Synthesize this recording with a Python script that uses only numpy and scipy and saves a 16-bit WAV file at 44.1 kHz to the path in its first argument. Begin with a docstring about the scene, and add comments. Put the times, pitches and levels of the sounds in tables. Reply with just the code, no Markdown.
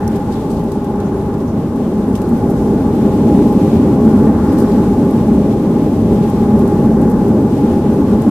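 """Inside an airliner cabin by a wing window during the landing roll. First the engines idle and the wheels rumble;
the treble starts raised and settles while loose trim ticks and rustles. From 1.5 s reverse thrust spools up, its roar
coloured by cabin and panel resonances, and the rumble and hiss of air grow with it; after 4.3 s it is eased back,
with a partial return. Each source is noise shaped in frequency and level, with a thin whistle in spells. A hand-held
two-port microphone hears the bass nearly alike on both sides and rounds off the highest peaks."""
import sys
import numpy as np
from scipy import signal
from scipy.fft import rfft, irfft
from scipy.io import wavfile
from scipy.ndimage import uniform_filter1d

SR = 44100
rng = np.random.default_rng(int(sys.argv[2]) if len(sys.argv) > 2 else 0)


def waveform_to_disk(signal):
    """Save audio, clipped to [-1, 1], as 16-bit WAV at the path in sys.argv[1]."""
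    frames = np.transpose(np.atleast_2d(signal))
    scaled = np.clip(frames, -1, 1) * 32767
    samples = np.round(scaled).astype(np.int16)
    wavfile.write(sys.argv[1], SR, samples)


N = 366030
HZ = np.maximum(np.fft.rfftfreq(N, 1 / SR), 1)

# spectral density of each noise source: (frequency [Hz], relative level per Hz [dB])
ROAR_SPECTRUM = [(40, -69.5), (90, -36), (130, -8), (210, -4), (330, -8), (450, -14), (640, -23.5),
                 (720, -28), (950, -35.5), (2000, -100)]
RUMBLE_SPECTRUM = [(20, -60), (60, 0.5), (80, 5), (105, 8), (125, -2.5), (150, -2.5), (400, -100)]
RUSH_SPECTRUM = [(300, -70), (700, -8), (900, -0.5), (965, 0), (1030, 3.5), (1170, -0.5), (1300, -8),
                 (1450, -8), (1700, -14.5), (2200, -25.5), (5000, -77)]
HISS_SPECTRUM = [(600, -50), (2500, -10), (3800, -1.5), (5000, 0.5), (7500, 0), (11000, -3), (13000, -3),
                 (14500, -2)]
# runway thuds: (frequency [Hz], relative level per Hz [dB])
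THUD_SPECTRUM = [(5, -55), (22, -2), (36, -12), (50, 5), (66, -0.5), (85, -5.5), (250, -100)]
# air washing the wall: (frequency [Hz], relative level per Hz [dB])
WASH_SPECTRUM = [(300, -60), (1300, -4.5), (1900, -2), (2700, -4), (3600, -7.5), (6000, -22.5),
                 (14500, -50)]
# cabin resonances on the roar: (frequency [Hz], width at half lift [Hz], lift [dB])
CABIN_RESONANCES = [(142, 35, 1.5), (207.2, 30, 4.5), (230.2, 35, 4), (271.4, 22, 2.5), (296.4, 30, 3.5),
                    (381, 24, -2.5), (391.7, 21.5, 8), (413.2, 26, 4.5), (520, 17, 2.5), (621, 120, 3)]
# close modes of the wall panel: (frequency [Hz], width at half amplitude [Hz], relative level [dB])
PANEL_MODES = [(784.4, 40, -6.5), (812.6, 26, -5), (835, 36, -0.5), (862, 30, -7), (897, 33, -16)]
# microphone pair, side against mid: (frequency [Hz], level [dB])
SIDE_AGAINST_MID = [(60, -29), (110, -29), (200, -30.5), (370, -22), (670, -15), (1230, -9), (2250, -2),
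                    (4110, 1), (7520, 0), (13800, 0)]
# microphone pair, left against right: (frequency [Hz], level [dB])
LEFT_AGAINST_RIGHT = [(60, 0.5), (110, 0.5), (200, 0.5), (370, 0.0), (670, 1.0), (1230, 0.5), (2250, 1.5),
                      (4110, 2.5), (7520, 3.0), (13800, 5.8)]

# reverse thrust: (time [s], share of full power [0-1])
THRUST_COURSE = [(0, 0.07), (1.5, .05), (2.0, 0.3), (2.5, 0.65), (2.9, 0.69), (3.3, 0.95), (4.3, 0.95),
                 (5.6, 0.73), (6.6, 0.87), (8.3, 0.66)]
# slow swells: (time [s], panel hum level [dB], airflow rush level [dB],
# upper rush lift [dB], cabin boom lift [dB], lift of wash and hiss [dB])
SLOW_SWELLS = [(0, -28.5, -39, 7.5, -2.5, -1), (.6, -31, -35.5, -2, -0.5, 0.5),
               (1.05, -29.5, -37, 3, -1, 0.3), (1.7, -34, -38, -0.5, 0.5, 0.5),
               (2.4, -28.5, -37.5, 6, -0.5, 0.5), (3.4, -27.5, -34.5, -2, 2.5, 0.6),
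               (4.0, -28.5, -33, 0, -1.3, -0.5), (4.6, -27.5, -33.5, 5, 1, 0.5),
               (5.4, -30.5, -36, 0.5, -2, 0), (6.1, -30.5, -36, -0.5, -1.3, 0.5),
               (6.5, -27.5, -34, 1, -2.8, 0.8), (7.0, -28.5, -35.5, 6.5, -0.5, -0.5),
               (7.4, -28, -36.5, 2.5, -1, 0.4), (8.3, -30, -35.5, 1.5, 1, 1.1)]
# slow uneven level of the low roar around 220 Hz: (time [s], level [dB])
LOW_ROAR_LEVEL = [(0, -0.99), (1, -0.22), (1.9, 0.67), (2.7, -1.1), (3.3, 0.8), (3.8, -1.5), (4.15, 2.8),
                  (4.7, -0.27), (5.3, 0.3), (6.1, -0.17), (6.7, 1.6), (7.4, -1.1), (8.3, 0.47)]
# wall wash against its thrust law: (time [s], level [dB])
WASH_LIFT = [(0, 0.6), (1.2, 0), (2.0, -0.5), (2.5, -2.5), (3.0, 1), (4.0, 0.2), (4.6, -1), (5.5, 1),
             (6.5, -0.5), (7.1, -1.5), (7.7, 0.8), (8.3, 0)]

# loose trim, short rows tick and long rows rustle:
# (time [s], peak level of bright part [dB], dull against bright part [dB], ring-out t60 [s])
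TRIM_TICKS = [(0.0778, -22.5, -22, 0.012), (0.081, -43, -10, .035), (0.152, -46, -3, 0.11),
              (0.305, -54, 6.5, 0.35), (0.405, -46, -14, .06), (0.492, -46, -1, 0.32),
              (0.637, -40, -15, .04), (0.716, -45, 0, .07), (0.842, -43, -6, .05), (1.0005, -46, 6, .04),
              (1.261, -49, 0, .015), (1.34, -52, 5, .03), (1.4, -50, 1, .1), (1.76, -49, 0, .06),
              (2.1495, -41, 2, 0.12), (2.2145, -37.5, -7, 0.068), (2.283, -42, -14, 0.12),
              (2.497, -38.5, -12, .08), (3.5205, -39, -14, .07), (4.522, -39, -11, 0.085),
              (4.578, -36, -13, .12), (4.593, -37, -9, 0.12), (4.615, -42, -8, .1),
              (5.1065, -35, -16, .035), (6.296, -38, -10, .06), (6.588, -39, -12, .06),
              (6.674, -38, -10, .045), (7.012, -36, -15, .05), (7.096, -39, -14, .08),
              (7.113, -38, -14, .05), (7.279, -37, -16, .04), (8.217, -37, -14, .06)]
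# coloured ticks and rustles of trim, each in its own narrow or broad band:
# (time [s], peak level [dB], band centre [Hz], band width [Hz], ring-out t60 [s])
COLOURED_TICKS = [(0.0778, -30, 5800, 1200, .014), (4.56, -48, 4500, 3000, .35),
                  (0.315, -46, 4200, 1200, .2), (0.342, -47, 3500, 700, .3), (0.395, -50, 3700, 1200, .2),
                  (0.497, -47, 8200, 600, 0.13), (0.553, -49, 9700, 500, .04),
                  (0.565, -45, 4200, 2500, 0.11), (1.04, -51, 6500, 2500, .4), (1.47, -49, 6000, 1500, .25),
                  (1.83, -51, 3200, 500, .25), (2.15, -38, 3100, 1400, .06), (2.215, -44, 2400, 900, .04),
                  (2.235, -50, 4500, 900, .15), (2.37, -48, 11500, 2500, .08), (4.475, -46, 5000, 1500, .2),
                  (4.715, -45, 4400, 1800, .1)]
# spells of the whistle: (start time [s], length [s])
WHISTLE_SPELLS = [(0.68, .12), (1.03, .22), (2.04, .22), (2.62, .08), (5.24, .18), (6.66, .1), (7.68, .08),
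                  (7.85, .16)]

# source levels (dB at zero thrust, dB at full thrust)
ROAR_DB, RUMBLE_DB, WASH_DB, HISS_DB = (-16.5, -9), (-26, -21.5), (-53, -46), (-52.5, -45)
ROAR_UPPER_HZ, ZERO_THRUST_UPPER_DB = 427, 2.5
BOOM_HZ, BOOM_WIDTH_HZ = 292, 64
LOW_ROAR_HZ, LOW_ROAR_WIDTH_HZ = 221, 47
THUD_DB, BUMPY_DB, BUMPS_PER_S = -30.5, 2, 3.6
RUSH_UPPER_HZ = 1300
SETTLE_DB, SETTLE_S = 5, 0.68  # the treble starts this much raised; time constant of its decay
FLUTTER_DB, FLUTTER_PER_S = 0.73, 22
TICK_DULL_HZ, TICK_BRIGHT_HZ = 2380, 7900  # lower edges of the dull and the bright part
RATTLE_PER_S, RATTLE_DB, RATTLE_SCATTER_DB, RATTLE_T60_S = 14, -56, 1.8, .06
GRAIN_DB, GRAIN_S, GRAIN_FULL_S = 2.5, .003, .08  # level jumps, step, and t60 at which they are full
RISE_SHARE = 0.063  # a burst rises over this share of its ring-out
WHISTLE_HZ, WHISTLE_WIDTH_HZ, WHISTLE_DB, WHISTLE_FADE_S = 10445, 28, -66, .03
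KNEE, FULL_SCALE = 16, 1.02  # sharpness and ceiling of the peak rounding
TOP_HZ, FADE_S = 14180, .004


def undb(db):
    """Level law: twenty decibels are a factor of ten in amplitude."""
    return 10 ** (np.asarray(db) / 20)


def over_hz(table):
    """Interpolation: a (Hz, dB) table is read on a log-frequency axis."""
    hz, db = np.transpose(table)
    return np.interp(np.log(HZ), np.log(hz), db)


def columns(table):
    """Interpolation: each column after the time gets a value for every sample."""
    time_s, *cols = np.transpose(table)
    return [np.interp(np.arange(N) / SR, time_s, col) for col in cols]


def powered(db_range, thrust):
    """Linear level law: decibels climb from zero to full thrust."""
    low_db, high_db = db_range
    return undb(low_db + (high_db - low_db) * thrust)


def walk(rate):
    """Smoothed random process: levels held 1 / rate s and slewed twice, spread near 1."""
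    hold = int(SR / rate)
    held = np.repeat(rng.standard_normal(N // hold + 1), hold)
    slewed = uniform_filter1d(uniform_filter1d(held, hold), hold)
    return 1.3 * slewed[:N]


def bell(hz, width_hz, order):
    """Resonance curve: 1 at the centre, half at the width; a higher order has steeper skirts."""
    return 1 / (1 + np.abs(2 * (HZ - hz) / width_hz) ** order)


def stereo(gain):
    """Partial coherence: left and right share one noise; a difference by frequency parts them."""
    mid, side = rfft(rng.standard_normal((2, N))) * gain
    side = side * undb(over_hz(SIDE_AGAINST_MID))
    lean = undb(over_hz(LEFT_AGAINST_RIGHT) / 2)
    pair = irfft(np.array([(mid + side) * lean, (mid - side) / lean]), N)
    return pair / np.std(pair.mean(axis=0))


def lift_above(x, hz, lift_db):
    """High-pass shelf: the part of a sound above hz is raised or lowered."""
    upper = irfft(rfft(x) / (1 + (hz / HZ) ** 8), N)
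    return x + (undb(lift_db) - 1) * upper


def lift_band(x, hz, width_hz, lift_db):
    """Band equalisation: a band of a sound is raised or lowered."""
    band = irfft(rfft(x) * bell(hz, width_hz, order=4), N)
    return x + (undb(lift_db) - 1) * band


def roar():
    """Turbulence noise and resonance: jet roar through the wall, lifted at cabin modes, buffets a little."""
    lifts_db = sum(lift_db * bell(hz, width, order=2) for hz, width, lift_db in CABIN_RESONANCES)
    return stereo(undb(over_hz(ROAR_SPECTRUM) + lifts_db)) * undb(0.81 * walk(14))


def engines(thrust, boom_db):
    """Power-dependent spectrum: bass grows most with thrust; cabin boom swells, low roar is slowly uneven."""
    upper_db = ZERO_THRUST_UPPER_DB * (1 - thrust)
    sound = powered(ROAR_DB, thrust) * lift_above(roar(), ROAR_UPPER_HZ, upper_db)
    sound = lift_band(sound, BOOM_HZ, BOOM_WIDTH_HZ, boom_db)
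    low_roar_db, = columns(LOW_ROAR_LEVEL)
    return lift_band(sound, LOW_ROAR_HZ, LOW_ROAR_WIDTH_HZ, low_roar_db)


def gear(thrust):
    """Random excitation: an uneven runway makes rumble and thuds lumpy; the rumble grows with thrust."""
    rumble = stereo(undb(over_hz(RUMBLE_SPECTRUM)))
    rumble = powered(RUMBLE_DB, thrust) * undb(1.1 * walk(3.9)) * rumble
    thud_gain = undb(THUD_DB + BUMPY_DB * walk(BUMPS_PER_S))
    return rumble + thud_gain * stereo(undb(over_hz(THUD_SPECTRUM)))


def panel():
    """Forced resonance: a wall panel shaken by the airflow hums in a narrow steep band."""
    return stereo(sum(undb(db) * bell(hz, width, order=3) for hz, width, db in PANEL_MODES))


def rush(upper_db):
    """Flow noise: air along the fuselage; its upper part swells more than the rest."""
    sound = stereo(undb(over_hz(RUSH_SPECTRUM)))
    return lift_above(sound, RUSH_UPPER_HZ, upper_db) * undb(0.66 * walk(10))


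def air(thrust):
    """Flow noise: air from the reversers washes the wall and vents hiss above it; both flicker together."""
    flicker = undb(.55 * walk(9) + .7 * walk(40))
    settle = undb(SETTLE_DB * np.exp(-np.arange(N) / SR / SETTLE_S))
    wash_db, = columns(WASH_LIFT)
    wash_gain = undb(wash_db + FLUTTER_DB * walk(FLUTTER_PER_S))  # the wash also flutters on its own
    wash = wash_gain * powered(WASH_DB, thrust) * stereo(undb(over_hz(WASH_SPECTRUM)))
    hiss = powered(HISS_DB, thrust) * stereo(undb(over_hz(HISS_SPECTRUM)))
    return settle * flicker * (wash + hiss)


def faint_rattles():
    """Random arrivals: faint ticks fall anywhere, with exponentially scattered decibels."""
    count = int(RATTLE_PER_S * N / SR)
    when, size, tone = rng.random((count, 3)).T
    time_s = N / SR * when
    peak_db = RATTLE_DB - RATTLE_SCATTER_DB * np.log(1 - size)
    dull_db = 2 - 14 * tone
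    return list(zip(time_s, peak_db, dull_db, np.full(count, RATTLE_T60_S)))


def trim():
    """Impact noise: loose plastic ticks and rustles in decaying bursts with a dull and a bright part."""
    t = np.arange(SR // 2) / SR
    f = np.fft.rfftfreq(len(t), 1 / SR) + 1
    dull = 1 / (1 + (TICK_DULL_HZ / f) ** 4) / (1 + (f / TICK_BRIGHT_HZ) ** 4)
    dull /= np.linalg.norm(dull)
    bright = 1 / (1 + (TICK_BRIGHT_HZ / f) ** 4)
    bright /= np.linalg.norm(bright)
    step = int(GRAIN_S * SR)
    out = np.zeros((2, N + len(t)))
    for time_s, db, dull_db, t60 in [*TRIM_TICKS, *faint_rattles()]:
        colour = bright + undb(dull_db) * dull
        burst = irfft(rfft(rng.standard_normal((2, len(t)))) * colour, len(t)) * np.sqrt(len(f))
        rise = np.minimum(t / max(RISE_SHARE * t60, .0003), 1)
        shape = np.exp(-np.log(1000) * t / max(t60, .005)) * rise
        # ragged level, less so in short ticks
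        jumps = np.repeat(rng.standard_normal(len(t) // step + 1), step)[:len(t)]
        grain = undb(GRAIN_DB * min(t60 / GRAIN_FULL_S, 1) * jumps)
        i = int(time_s * SR)
        out[:, i:i + len(t)] += undb(db) * shape / shape.max() * grain * burst
    return out[:, :N] * undb([[2.3], [-2.3]])  # the left port faces the wall


def coloured_trim():
    """Band-filtered noise: coloured ticks and rustles of trim, bursts each in its own narrow or broad band."""
    t = np.arange(SR // 2) / SR
    f = np.fft.rfftfreq(len(t), 1 / SR)
    out = np.zeros((2, N + len(t)))
    for time_s, db, hz, width, t60 in COLOURED_TICKS:
        band = 1 / (1 + (2 * (f - hz) / width) ** 2)
        burst = irfft(rfft(rng.standard_normal((2, len(t)))) * band, len(t))
        shape = np.exp(-np.log(1000) * t / t60) * np.minimum(t / (RISE_SHARE * t60), 1)
        i = int(time_s * SR)
        out[:, i:i + len(t)] += undb(db) * shape / shape.max() * burst / burst.std()
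    return out[:, :N] * undb([[1.5], [-1.5]])  # louder on the left


def whistle():
    """Narrow-band noise: a very thin band high up is heard as a faint whistle, in short spells."""
    t = np.arange(N) / SR
    on = sum(1. * ((t > start) & (t < start + length)) for start, length in WHISTLE_SPELLS)
    gate = uniform_filter1d(on, int(WHISTLE_FADE_S * SR))
    return stereo(bell(WHISTLE_HZ, WHISTLE_WIDTH_HZ, order=2)) * undb(WHISTLE_DB) * gate


def scene():
    """Superposition: the pressures of all sources add."""
    thrust, = columns(THRUST_COURSE)
    hum_db, rush_db, upper_db, boom_db, air_db = columns(SLOW_SWELLS)
    cabin = engines(thrust, boom_db) + gear(thrust)
    wall = undb(hum_db) * panel() + undb(rush_db) * rush(upper_db)
    treble = undb(air_db) * air(thrust)
    return cabin + wall + treble + trim() + coloured_trim() + whistle()


def record(dry):
    """Saturation and band limiting: ends fade briefly, the highest peaks bend over, the top is cut steeply."""
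    to_nearest_end = np.minimum(np.arange(N), np.arange(N)[::-1]) / SR
    dry = dry * np.minimum(to_nearest_end / FADE_S, 1)
    rounded = dry / (1 + np.abs(dry / FULL_SCALE) ** KNEE) ** (1 / KNEE)
    low_pass = signal.ellip(16, .3, 90, TOP_HZ, fs=SR, output="sos")
    return np.clip(signal.sosfilt(low_pass, rounded), -1, 1)


dry = scene()
out = record(dry)
waveform_to_disk(out)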